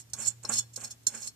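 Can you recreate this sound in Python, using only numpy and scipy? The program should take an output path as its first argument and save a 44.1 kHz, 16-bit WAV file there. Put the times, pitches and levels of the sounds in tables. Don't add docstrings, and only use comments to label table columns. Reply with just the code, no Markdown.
import sys
import numpy as np
from scipy import signal
from scipy.fft import rfft, irfft
from scipy.io import wavfile

SR = 44100
rng = np.random.default_rng(int(sys.argv[2]) if len(sys.argv) > 2 else 0)


def file_out(sig):
    cols = np.atleast_2d(sig).T
    lim = np.clip(cols, -1, 1)
    pcm = np.round(lim * 32767).astype(np.int16)
    wavfile.write(sys.argv[1], SR, pcm)


N = 59535
T = np.arange(N) / SR
BASS_LIKENESS, SHELL_LIKENESS, TREBLE_LIKENESS = 0.61, 0.67, 0.14


def from_db(db):
    return 10 ** (np.asarray(db) / 20)


def pan(db):
    gains = from_db(np.array([[.5], [-.5]]) * db)
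    return gains / np.sqrt(np.mean(gains ** 2, axis=0))


def drift(hz):
    smoothing = signal.butter(2, hz, fs=SR, output="sos")
    slow = signal.sosfilt(smoothing, rng.standard_normal(2 * N))[N:]
    return slow / slow.std()


def response(points, size=2048):
    hz, db = np.transpose(points)
    grid = np.maximum(np.arange(size // 2 + 1) * SR / size, 1)
    cepstrum = irfft(np.log(from_db(np.interp(np.log(grid), np.log(hz), db))))
    cepstrum[1:size // 2] *= 2
    cepstrum[size // 2 + 1:] = 0
    return irfft(np.exp(rfft(cepstrum)))


def through(x, impulse):
    impulse = np.atleast_2d(impulse)
    impulse = impulse / np.linalg.norm(impulse, axis=1, keepdims=True)
    return signal.fftconvolve(x, impulse, axes=1)[:, :N]


def colour(x, points):
    return through(x, response(points))


def ring(x, notes, phase_gap=0):
    t = T[:N // 4]
    phases = phase_gap * rng.choice([-1, 1], (len(notes), 1, 1)) * np.array([[.5], [-.5]])
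    ringing = 0
    for k, (hz, width, db) in enumerate(notes):
        fade = from_db(db) * width * np.exp(-np.pi * width * t)
        ringing += (-1) ** k * fade * np.cos(2 * np.pi * hz * t + phases[k])
    return through(x, ringing)


def struck(start, db, hz, width_hz, swell_s=0.0011):
    t = np.maximum(T - start, 0)
    shape = (1 - np.exp(-t / swell_s)) * np.exp(-np.pi * width_hz * t)
    return from_db(db) * 2 * shape * np.sin(2 * np.pi * hz * t)


def slips(likeness, per_second=9500, spread_db=1.5, judder_db=2, judder_hz=270):
    sizes = from_db(spread_db * np.minimum(rng.exponential(1, N), 4) + judder_db * drift(judder_hz))
    slipping = rng.random(N) < per_second / SR
    signs = rng.choice([-1, 1], (3, N))
    clicks = slipping * sizes * (np.sqrt(likeness) * signs[0] + np.sqrt(1 - likeness) * signs[1:])
    return clicks / clicks.std()


def contact(start, db, length, release_s=0.0019, attack_s=0.0021):
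    rise = np.clip((T - start) / attack_s, 0, 1)
    return from_db(db) * rise * np.exp(-np.maximum(T - start - length, 0) / release_s)


def stroke(rows):
    times, db = np.transpose(rows)
    return from_db(np.interp(T, times, db)) * (T >= times[0]) * (T <= times[-1])


# pitch in Hz, level in dB.
AIR_TONE = [(25, -19), (45, -13), (65, -1.5), (100, 0.5), (170, -5), (300, -9.5), (600, -18), (1500, -21),
            (4000, -21.5), (7000, -19.5), (10000, -24.5), (13500, -23), (15000, -25.5)]
# pitch in Hz, level of the sides against the middle in dB.
AIR_WIDTH = [(25, 1), (80, -9), (200, -5), (600, -0.5), (2000, 0.5)]
def garage_air(level_db=-63.5):
    middle, side = colour(rng.standard_normal((2, N)), AIR_TONE)
    side = signal.fftconvolve(side, response(AIR_WIDTH))[:N]
    return from_db(level_db) * (middle + side * np.array([[1], [-1]]))


# time in seconds, level in dB.
HUM_LEVELS = [(0, -59.5), (0.28, -54), (0.4, -56), (0.6, -53), (0.8, -56), (1.0, -62.5), (1.25, -63.5),
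              (1.35, -70.5)]
def motor_hum(hz=116.8, waver_db=1.7):
    level_db = np.interp(T, *np.transpose(HUM_LEVELS)) + waver_db * drift(hz=19)
    return from_db(level_db) * np.sqrt(2) * np.sin(2 * np.pi * hz * T)


def echo(x, fade_s):
    return through(x, rng.standard_normal((2, N)) * from_db(-60 * T / fade_s) * (T > .002))


# pitch in Hz, level in dB.
WALL_TONE = [(2000, 5.5), (7000, -5)]
def bay_and_garage(near, bay_db=-5.5, garage_db=-20):
    far = signal.fftconvolve(near.mean(0), response(WALL_TONE))[None, :N]
    return from_db(bay_db) * echo(near, fade_s=0.067) + from_db(garage_db) * echo(far, fade_s=0.42)


# pitch in Hz, width in Hz, level in dB.
MOUNT_NOTES = [(227.3, 14.8, 17.5), (283, 26, 6.5), (500, 79, -5), (975, 13, 4.5), (1333, 51, 3),
               (1658, 25.4, 10)]
def mount(force):
    return ring(force, MOUNT_NOTES)


# time in seconds, level in dB.
THREAD_TURNS = [
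    [(0.14, -74), (0.175, -55), (0.205, -47), (0.245, -54.5), (0.275, -56), (0.34, -67.5)],
    [(0.43, -57), (0.48, -55.5), (0.515, -45), (0.55, -50), (0.595, -63), (0.64, -64)],
    [(0.785, -56), (0.83, -51.5), (0.89, -62.5), (0.95, -71.5)],
    [(1.08, -61.5), (1.125, -57), (1.15, -47.5), (1.21, -60), (1.275, -61), (1.32, -92)],
]
# pitch in Hz, level in dB.
THREAD_TONE = [(70, -30), (200, 8.5), (380, 5.5), (600, 8.5), (1600, 4.5), (1950, 1.5), (2600, 5),
               (3400, -4), (6000, -80)]
def thread(rub_db=-3, mount_db=-6.5):
    force = slips(BASS_LIKENESS) * sum(stroke(rows) for rows in THREAD_TURNS)
    return from_db(rub_db) * colour(force, THREAD_TONE) + from_db(mount_db) * mount(force)


# start in seconds, thud level in dB, length in seconds,
# hollow note's pitch in Hz, its level in dB, low thump's level in dB.
HAND_BUMPS = [(0.137, -50, 0.013, 438, -59, -50.5), (0.281, -83, 0.004, 242, -56, -57),
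              (0.4458, -42.5, 0.008, 484, -45.5, -57), (0.4923, -34, 0.014, 235, -38.5, -64),
              (0.7752, -49.5, 0.0077, 506, -43.5, -72), (1.068, -59, 0.0045, 1540, -44.5, -63),
              (1.077, -70, 0.0038, 264, -49, -62), (1.1425, -44, 0.0042, 1560, -45.5, -70)]
# pitch in Hz, level in dB.
THUD_TONE = [(50, -26), (150, -18), (350, -3), (600, 1.5), (950, 3.5), (1400, 1), (2000, -13),
             (2800, -12.5), (4500, -31.5)]
def knocks(thud_db=-3.5, mount_db=-8.5):
    push = notes = 0
    for start, db, length, note_hz, note_db, thump_db in HAND_BUMPS:
        push += contact(start, db, length, release_s=0.52 * length)
        notes += struck(start, note_db, note_hz, width_hz=66.4)
        notes += struck(start, thump_db, hz=101, width_hz=27)
    force = push * slips(BASS_LIKENESS)
    return from_db(thud_db) * colour(force, THUD_TONE) + from_db(mount_db) * mount(force) + notes


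# start in seconds, level in dB, length in seconds.
RIM_RUBS = [(0.252, -61, 0.029), (0.552, -52, 0.042)]
# pitch in Hz, width in Hz, level in dB.
RIM_NOTES = [(2996, 18, 4.5), (3450, 27, -3.5)]
def rim():
    force = sum(contact(*rub) for rub in RIM_RUBS)
    return ring(force * slips(SHELL_LIKENESS), RIM_NOTES)


# start in seconds, level in dB, left minus right in dB.
FIRM_TAPS = [(0.133, -38, 31), (0.4508, -32, 7), (0.7628, -39, 25), (1.069, -25, 11)]
# pitch in Hz, width in Hz, level in dB.
PING_NOTES = [(4210, 124, -1), (5405, 177, 7.5)]
def pings():
    return sum(pan(side_db) * struck(start, db + note_db, hz, width)
               for start, db, side_db in FIRM_TAPS for hz, width, note_db in PING_NOTES)


# pitch in Hz, width in Hz, level in dB.
SHELL_NOTES = [(3453, 22, -9.5), (4302, 67, 1.5), (4630, 250, -10), (5434, 125, 0), (6496, 113, 5.5),
               (7230, 89, 9.5), (7320, 41, -16), (8090, 44, 5.5), (9767, 150, -3.5), (10470, 120, -19),
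               (10500, 83, -15), (12610, 390, -14.5)]
def shell(force):
    return ring(force * slips(SHELL_LIKENESS), SHELL_NOTES, phase_gap=1)


# start in seconds, level in dB, length in seconds,
# left minus right in dB, change to the shell's ring in dB.
FINGER_TOUCHES = [(0.097, -58.5, 0.0072, -7, 2.5), (0.1328, -24, 0.0063, -10, -9),
                  (0.4292, -44.5, 0.0062, -2, -13), (0.448, -31, 0.004, -11, -6),
                  (0.732, -50, 0.011, -7, 0), (0.7585, -30.5, 0.0052, -15, -4.5),
                  (1.03, -60, 0.0062, -8, -2), (1.066, -20.5, 0.0066, -9.5, -4),
                  (1.078, -32.5, 0.008, -28, -15)]
# pitch in Hz, level in dB.
TICK_TONE = [(700, -27), (1500, -15.5), (3400, -18), (4200, 5), (4900, -10), (5500, 5), (7300, 3.5),
             (8200, 9.5), (9000, -2), (12000, -7), (14500, -17.5)]
def finger_ticks(tick_db=-7):
    on_skin = on_shell = 0
    for start, db, length, side_db, ring_db in FINGER_TOUCHES:
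        force = contact(start, db, length) * pan(side_db)
        on_skin += force
        on_shell += force * from_db(ring_db)
    return from_db(tick_db) * colour(on_skin * slips(TREBLE_LIKENESS), TICK_TONE) + shell(on_shell)


# pitch in Hz, boost or cut in dB.
HAND_SHADE = [(3000, 10.5), (4500, 4.5), (5500, 11.5), (6400, 6), (7200, -4.5), (8300, -4.5), (9200, -8.5),
              (11000, -2.5), (14000, -5.5)]
def behind_hand(x):
    left, right = x
    return np.array([signal.fftconvolve(left, response(HAND_SHADE))[:N], right])


# start in seconds, level in dB, length in seconds.
SKIN_CATCHES = [(0.184, -33.5, 0.016), (0.199, -33, 0.0049), (0.2546, -27, 0.017), (0.272, -16.5, 0.012),
                (0.2988, -32, 0.0083), (0.4324, -37, 0.005), (0.4896, -19.5, 0.0017),
                (0.493, -14.5, 0.0014), (0.58, -19.5, 0.011), (0.593, -26.5, 0.004), (1.147, -30, 0.0049)]
# pitch in Hz, level in dB.
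CHIRP_TONE = [(3000, -31), (5800, -38), (6600, 6), (7200, 15.5), (7900, 8), (9000, -1.5), (14000, -54.5)]
def skin_chirps(chirp_db=-5, side_db=-10):
    force = slips(TREBLE_LIKENESS) * sum(contact(*catch) for catch in SKIN_CATCHES)
    return from_db(chirp_db) * pan(side_db) * colour(force, CHIRP_TONE)


# time in seconds, level in dB.
SCRAPE_TURNS = [
    [(0.0, -32.5), (0.05, -91)],
    [(0.16, -43), (0.185, -40.5), (0.21, -31), (0.231, -29), (0.253, -39), (0.26, -28.5), (0.28, -26.5),
     (0.292, -44.5), (0.335, -72)],
    [(0.47, -49), (0.505, -36.5), (0.519, -25.5), (0.548, -27.5), (0.576, -31.5), (0.585, -26.5),
     (0.595, -27.5), (0.603, -41.5), (0.64, -65)],
    [(0.768, -32.5), (0.79, -48), (0.815, -34.5), (0.825, -44.5), (0.844, -28), (0.855, -35.5),
     (0.864, -48), (0.876, -41), (0.896, -64), (0.91, -35.5), (0.945, -88)],
    [(1.10, -48), (1.135, -44), (1.152, -40), (1.2, -42.5), (1.221, -36), (1.248, -37.5), (1.26, -41),
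     (1.275, -30.5), (1.32, -88)],
]
# dB at the start, dB at the end.
TURN_RING_DB = [(-11, 1), (-18.5, 3), (-15.5, 2.5), (-24, 2), (-10, -8.5)]
# pitch in Hz, level in dB.
HISS_TONE = [(2000, -24.5), (3700, -21), (5000, -37), (6000, -10), (6800, -2.5), (7400, -1), (8400, -1.5),
             (9100, -12.5), (11000, -19), (13000, -19.5), (14500, -58)]
def skin_scrape(hiss_db=(-8, -7.5), side_db=(-5.5, -18), flare_db=5, flare_hz=45.8):
    on_skin = on_shell = 0
    for rows, ring_db in zip(SCRAPE_TURNS, TURN_RING_DB):
        force = stroke(rows)
        ends = rows[0][0], rows[-1][0]
        on_skin += force * from_db(np.interp(T, ends, hiss_db)) * pan(np.interp(T, ends, side_db))
        on_shell += force * from_db(np.interp(T, ends, ring_db)) * pan(db=-5)
    flares = from_db(flare_db * np.tanh(drift(flare_hz)))
    return colour(on_skin * slips(TREBLE_LIKENESS), HISS_TONE) + shell(on_shell * flares)


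def scene():
    fingers = behind_hand(skin_scrape() + skin_chirps()) + finger_ticks() + pings()
    near = fingers + rim() + thread() + knocks()
    return near + bay_and_garage(near) + motor_hum() + garage_air()


def record(dry):
    cutoff_hz = 14700
    return signal.sosfilt(signal.ellip(10, .3, 80, cutoff_hz, fs=SR, output="sos"), dry)


dry = scene()
out = record(dry)
file_out(out)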